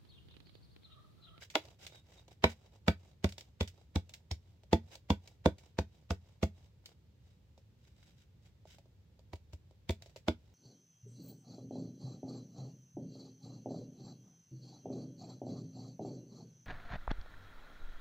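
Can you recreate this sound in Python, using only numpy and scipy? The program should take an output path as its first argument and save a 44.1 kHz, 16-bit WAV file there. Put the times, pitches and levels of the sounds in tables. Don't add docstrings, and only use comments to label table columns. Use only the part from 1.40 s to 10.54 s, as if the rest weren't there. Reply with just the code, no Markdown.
import sys
import numpy as np
from scipy import signal
from scipy.fft import rfft, irfft
from scipy.io import wavfile
from scipy.ndimage import uniform_filter1d

SR = 44100
rng = np.random.default_rng(int(sys.argv[2]) if len(sys.argv) > 2 else 0)


def persist_wave(psi):
    counts = np.round(np.clip(psi, -1, 1) * 32767).astype(np.int16)
    wavfile.write(sys.argv[1], SR, np.atleast_2d(counts).T)


N = 403074

# pitch_hz, level_db
AIR_TONE = [(15, -39.5), (25, -15.5), (61, -0.5), (99, 0.5), (190, -11.5), (256, -19.5), (531, -25.5),
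            (734, -35), (863, -32), (1130, -38.5), (3820, -39), (7310, -47), (9840, -56.5), (14800, -48.5),
            (16000, -57)]
SLIDE_TONE = [(500, -7.5), (1100, -8), (1550, -6), (1800, 0), (2200, 0), (2900, 4.5), (3750, 2),
              (4300, -5.5), (5000, 2), (8000, -5), (10000, -19), (13500, -12.5), (16000, -15.5)]
HOLLOW_TONE = [(120, -24.5), (300, 0), (520, 2.5), (750, 1.5), (950, -5), (1300, -16), (3000, -45.5)]
CRACKLE_TONE = [(300, -15), (1000, -14), (2200, 3), (3700, 0.5), (5500, 0), (7500, -3), (10000, -18),
                (13500, -13.5), (16000, -13.5)]
GRAZE_TONE = [(400, -6.5), (1000, -1.5), (2000, -0.5), (3200, -3.5), (6000, -14), (10000, -28.5),
              (16000, -29)]
CRUNCH_TONE = [(300, -12.5), (900, 11.5), (1300, -8.5), (2300, 3), (3500, 2.5), (5200, -2), (7200, -10),
               (9500, -31.5), (11000, -32.5), (13500, -32), (16000, -32.5)]
ECHO_TONE = [(60, -18.5), (200, -5), (700, -4), (2500, -.5), (7000, -.5), (16000, 2)]
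# pitch_hz, left_minus_right_db
MIC_BALANCE = [(100, 0), (200, -2), (400, -2), (1000, -2.5), (2200, 1), (4200, -1.5), (8000, -5.5),
               (15000, -2.5)]

# pitch_hz, level_db, fade_s
BOX_NOTES = [(78, 0, 0.12), (89.5, -12, 0.28)]
PANEL_NOTES = [(177, -2, 0.078), (204, -6, 0.16), (185, -14.5, .15), (243, -5, .08)]
BASE_NOTES = [(313.8, 1, .07), (377.6, 1.5, 0.048), (404, -2, 0.078), (503.7, -2, 0.067)]
WALL_NOTES = [(543.1, -0.5, 0.081), (635, 3.5, 0.053), (735, -3.5, 0.036), (850, -9.5, 0.04),
              (906.6, -1.5, 0.047), (1123, -10.5, .025)]
RIM_NOTES = [(1250, -3, .022), (1470, 1, .024), (1750, -4, .018), (1950, 1.5, .018), (2230, 3, .024),
             (2400, -2, .018), (2710, -3, .022), (3100, -6, .016), (3460, -3, .018), (3850, -2, .017),
             (4685, -3.5, .018), (5400, -10, .018), (6200, -13, .015)]
# pitch_hz, width_hz, level_db
CAVITY_NOTES = [(1510, 240, -26.5), (2140, 320, -25), (3870, 150, -22), (4700, 300, -28)]

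# middle_s, hiss_db, wall_db, length_s
POWDER_MOVES = [(0.025, -41.5, -60, 0.063), (0.275, -53.5, -59.5, .19), (0.4375, -44.5, -57.5, .11),
                (0.547, -51, -61.5, .15), (0.748, -55.5, -63.5, 0.23), (0.918, -55, -66, .07),
                (1.108, -40.5, -49, 0.064), (1.257, -60, -63.5, 0.065), (1.351, -59.5, -63.5, .1),
                (3.536, -45.5, -56.5, .07), (5.491, -56.5, -66, .11), (5.883, -65.5, -77.5, 0.19),
                (6.461, -62, -81, 0.18), (6.649, -57.5, -74.5, 0.23), (6.804, -57.5, -84, .095),
                (7.062, -59, -73, 0.093), (7.317, -50.5, -70.5, 0.13)]
# middle_s, level_db, length_s
SQUEAKS = [(0.558, -65.5, .15), (0.786, -61.5, 0.035)]
# contact_s, crackle_db, wall_db, fade_s
CRUMBS = [(0.101, -41, -67, 0.12), (0.158, -35.5, -56, 0.038), (0.2528, -50, -57.5, 0.058),
          (0.466, -36, -60, 0.065), (0.8808, -53, -58, 0.049), (1.8908, -41, -62, .08),
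          (1.923, -42, -65, 0.043), (1.981, -37.5, -53.5, 0.1), (2.0096, -41, -67, 0.013),
          (2.23, -41, -50, .024), (2.2763, -39.5, -66, 0.069), (2.6938, -46, -64.5, 0.032),
          (2.7382, -37, -72, 0.048), (3.235, -57.5, -62.5, .04), (3.5536, -41.5, -55.5, 0.037),
          (3.8752, -45, -67, 0.048), (4.1837, -49, -64.5, 0.097), (5.459, -40.5, -68, .036),
          (6.1773, -58, -60.5, 0.084), (7.2542, -64.5, -55, .057), (7.3845, -54, -59.5, 0.049),
          (7.4567, -70, -66, .037), (7.7922, -60, -61.5, .05), (7.9573, -52.5, -66, .04),
          (8.31, -66, -63, 0.021), (8.507, -34.5, -46.5, .044), (8.6225, -44, -60.5, 0.05),
          (8.6605, -50.5, -57.5, 0.068), (8.6957, -59.5, -67, .045), (8.761, -43, -48, 0.11)]
# contact_s, box_db, tub_db, rim_over_base_db, crunch_db, spot_hz
BLOWS = [(0.155, -77, -32.5, 6.5, -17, 3390), (1.0412, -30.5, -25, 4.5, -21, 3910),
         (1.4817, -28.5, -30, 8.5, -27.5, 3500), (1.8439, -29.5, -36.5, 1, -27, 3550),
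         (2.2095, -31.5, -40.5, -1.5, -24, 3470), (2.5589, -29.5, -40.5, -0.5, -28.5, 3450),
         (2.9143, -35.5, -57, -3, -27, 5430), (3.331, -27.5, -28.5, -10.5, -24, 3530),
         (3.704, -28.5, -34, -4, -23, 3440), (4.0592, -28.5, -28.5, -11.5, -24.5, 3520),
         (4.388, -32.5, -38.5, -1, -26.5, 3706), (4.7067, -32, -40.5, 4, -34, 3070),
         (5.031, -29.5, -37, -4, -30, 3440), (7.9332, -44.5, -52, -2.5, -51.5, 3100),
         (8.1331, -45.5, -65, -8, -51.5, 5180), (8.495, -32.5, -41.5, -5, -28, 3625),
         (8.883, -34.5, -33.5, -2, -25.5, 3530)]

SHORT = 22050
LEAD_S = .025


def undb(db):
    return 10 ** (np.asarray(db) / 20)


def fade(fade_s):
    return np.exp(-np.log(1000) * np.arange(SHORT) / SR / max(fade_s, 1e-3))


def swell(length_s):
    return np.sin(np.pi * np.minimum(np.arange(SHORT) / SR / max(length_s, .005), 1))


def crush(rise_s, fade_s):
    t = np.arange(SHORT) / SR - LEAD_S
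    return np.exp(np.minimum(t / rise_s, -np.log(1000) * t / fade_s))


def steady(x, db):
    return x * undb(db) / np.sqrt(np.mean(x ** 2))


def burst(x, db):
    return x * undb(db) / np.sqrt(np.mean(np.sum(x ** 2, axis=-1)) / (.02 * SR))


def add(out, start_s, x):
    i = max(int(start_s * SR), 0)
    out[:, i:i + SHORT] += x[..., :N - i]


def cut(x, kind, edge_hz, order=2):
    return signal.sosfilt(signal.butter(order, edge_hz, kind, fs=SR, output="sos"), x)


def colour(x, tone, size=2048):
    hz, db = np.transpose(tone)
    bins_hz = np.maximum(np.fft.rfftfreq(size, 1 / SR), 1)
    gains = undb(np.interp(np.log(bins_hz), np.log(hz), db))
    cepstrum = irfft(np.log(gains))
    cepstrum[1:size // 2] *= 2
    cepstrum[size // 2 + 1:] = 0
    response = irfft(np.exp(rfft(cepstrum)))
    return signal.fftconvolve(x, response[None])[:, :x.shape[-1]]


def noise(size, apart_hz=1200):
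    mid, side = rng.standard_normal((2, size))
    side = cut(side, "high", apart_hz, order=1)
    return np.array([mid + side, mid - side])


def grains(spread_db):
    strengths = undb(spread_db * rng.standard_normal(SHORT // 16 + 1))
    return noise(SHORT) * np.repeat(strengths, 16)[:SHORT]


def ring(notes, scatter_db, detune, lag_s=0., phase_rad=0.):
    t = np.arange(SHORT) / SR
    out = 0
    for hz, db, fade_s in notes:
        strength, shift, lag, turn = rng.standard_normal(4)
        mic_time = t + lag_s * lag * np.array([[1], [-1]])
        phase = 2 * np.pi * hz * (1 + detune * shift) * mic_time + phase_rad * turn
        out = out + undb(db + scatter_db * strength) * fade(fade_s) * np.cos(phase)
    return out


def room_air():
    return steady(colour(noise(N, apart_hz=700), AIR_TONE, size=8192), -62.1)


def room_echo(x, fade_s, level_db):
    build_up = 1 - fade(.03)
    tail = colour(noise(SHORT) * fade(fade_s) * build_up, ECHO_TONE)
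    tail /= np.sqrt(np.sum(tail ** 2, axis=1, keepdims=True))
    return undb(level_db) * signal.fftconvolve(x, tail, axes=1)[:, :N]


def rub(hiss_db, wall_db, length_s, flutter_db=3):
    fine, coarse = grains(spread_db=4), grains(spread_db=7)
    hiss = steady(colour(fine, SLIDE_TONE), hiss_db - 14.5)
    hollow = steady(colour(coarse, HOLLOW_TONE), wall_db - 5.5)
    cavity = sum(steady(cut(coarse, "band", (hz - width / 2, hz + width / 2)), hiss_db + db)
                 for hz, width, db in CAVITY_NOTES)
    slips = steady(uniform_filter1d(rng.standard_normal(SHORT), size=350), 0)
    jerks = steady(undb(flutter_db * slips), 0)
    return (hiss + hollow + cavity) * jerks * swell(length_s)


def squeaks(pitch_hz=3743, width_hz=130):
    out = np.zeros((2, N))
    for middle_s, level_db, length_s in SQUEAKS:
        squeak = cut(noise(SHORT), "band", (pitch_hz - width_hz / 2, pitch_hz + width_hz / 2))
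        add(out, middle_s - length_s / 2, steady(squeak, level_db) * swell(length_s))
    return out


def moving_powder():
    out = np.zeros((2, N))
    for middle_s, hiss_db, wall_db, length_s in POWDER_MOVES:
        add(out, middle_s - length_s / 2, rub(hiss_db, wall_db, length_s))
    return out


def crumbs():
    out = np.zeros((2, N))
    for contact_s, crackle_db, wall_db, fade_s in CRUMBS:
        crackle = colour(grains(spread_db=4.5) * crush(.0008, fade_s), CRACKLE_TONE)
        tap = ring(BASE_NOTES + WALL_NOTES, scatter_db=2, detune=.03, phase_rad=.84)
        tick = ring(RIM_NOTES, scatter_db=3.5, detune=.015, lag_s=.00014, phase_rad=1.1)
        add(out, contact_s - LEAD_S, burst(crackle, crackle_db - 15.5))
        add(out, contact_s, burst(cut(tap, "band", (400, 960)), wall_db - 5))
        add(out, contact_s, burst(cut(tick, "band", (3300, 6000)), crackle_db - 19))
    return out


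def graze_and_lift(graze_s=.02, slide_delay_s=.18, slide_s=.2):
    out = np.zeros((2, N))
    for contact_s, box_db, tub_db, *_ in BLOWS:
        graze = colour(grains(spread_db=6) * swell(graze_s), GRAZE_TONE)
        slide = rub(hiss_db=box_db - 31.5, wall_db=box_db - 38, length_s=slide_s)
        add(out, contact_s - graze_s, burst(graze, tub_db - 31))
        add(out, contact_s + slide_delay_s - slide_s / 2, slide)
    return out


def box_thump(box_db):
    bounce = ring(BOX_NOTES, scatter_db=.5, detune=.015, lag_s=.00015)
    return burst(cut(bounce, "low", 110), box_db + 2)


def box_panels(box_db, tub_db, full_at_db=-33.5):
    held_back_db = min(tub_db - full_at_db, 0)
    panels = ring(PANEL_NOTES, scatter_db=2.3, detune=.064)
    return burst(cut(panels, "band", (67, 569), order=1), box_db + 3.5 + held_back_db)


def tub_ring(tub_db, rim_over_base_db):
    base = ring(BASE_NOTES, scatter_db=3, detune=.025, lag_s=.00005, phase_rad=1.5)
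    walls = ring(WALL_NOTES, scatter_db=3, detune=.04, lag_s=.00007, phase_rad=1.5)
    rim = ring(RIM_NOTES, scatter_db=3.5, detune=.015, lag_s=.00017, phase_rad=1.1)
    return (burst(cut(base, "band", (270, 700)), tub_db - rim_over_base_db / 2 - .3)
            + burst(cut(walls, "band", (560, 1300)), tub_db - .3)
            + burst(rim, tub_db + rim_over_base_db / 2 - 3.5))


def blows():
    out = np.zeros((2, N))
    for contact_s, box_db, tub_db, rim_over_base_db, crunch_db, spot_hz in BLOWS:
        add(out, contact_s - .003, box_thump(box_db))
        add(out, contact_s, box_panels(box_db, tub_db))
        add(out, contact_s, tub_ring(tub_db, rim_over_base_db))
        crunch = colour(grains(spread_db=4) * crush(.0018, .011), CRUNCH_TONE)
        add(out, contact_s - LEAD_S, burst(crunch, crunch_db - 17))
        clack = ring([(spot_hz, 0, .022)], scatter_db=0, detune=0, lag_s=.00003, phase_rad=2.3)
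        add(out, contact_s, burst(clack, crunch_db - 20))
        flaps = colour(noise(SHORT) * crush(.003, .04), HOLLOW_TONE)
        add(out, contact_s - LEAD_S, burst(flaps, tub_db - 6))
        settling = colour(grains(spread_db=6.8) * crush(.003, .055), CRACKLE_TONE)
        add(out, contact_s - LEAD_S, burst(settling, box_db - 17.5))
    return out


def scene():
    near = blows() + graze_and_lift() + crumbs() + moving_powder() + squeaks()
    return near + room_echo(near, fade_s=.14, level_db=-9) + room_air()


def record(dry, bottom_hz=51, top_hz=16000):
    left = colour(dry[:1], [(hz, db / 2) for hz, db in MIC_BALANCE])
    right = colour(dry[1:], [(hz, -db / 2) for hz, db in MIC_BALANCE])
    thinned = cut(np.vstack([left, right]), "high", bottom_hz, order=5)
    return signal.sosfilt(signal.ellip(10, .2, 70, top_hz, fs=SR, output="sos"), thinned)


dry = scene()
out = record(dry)
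persist_wave(out)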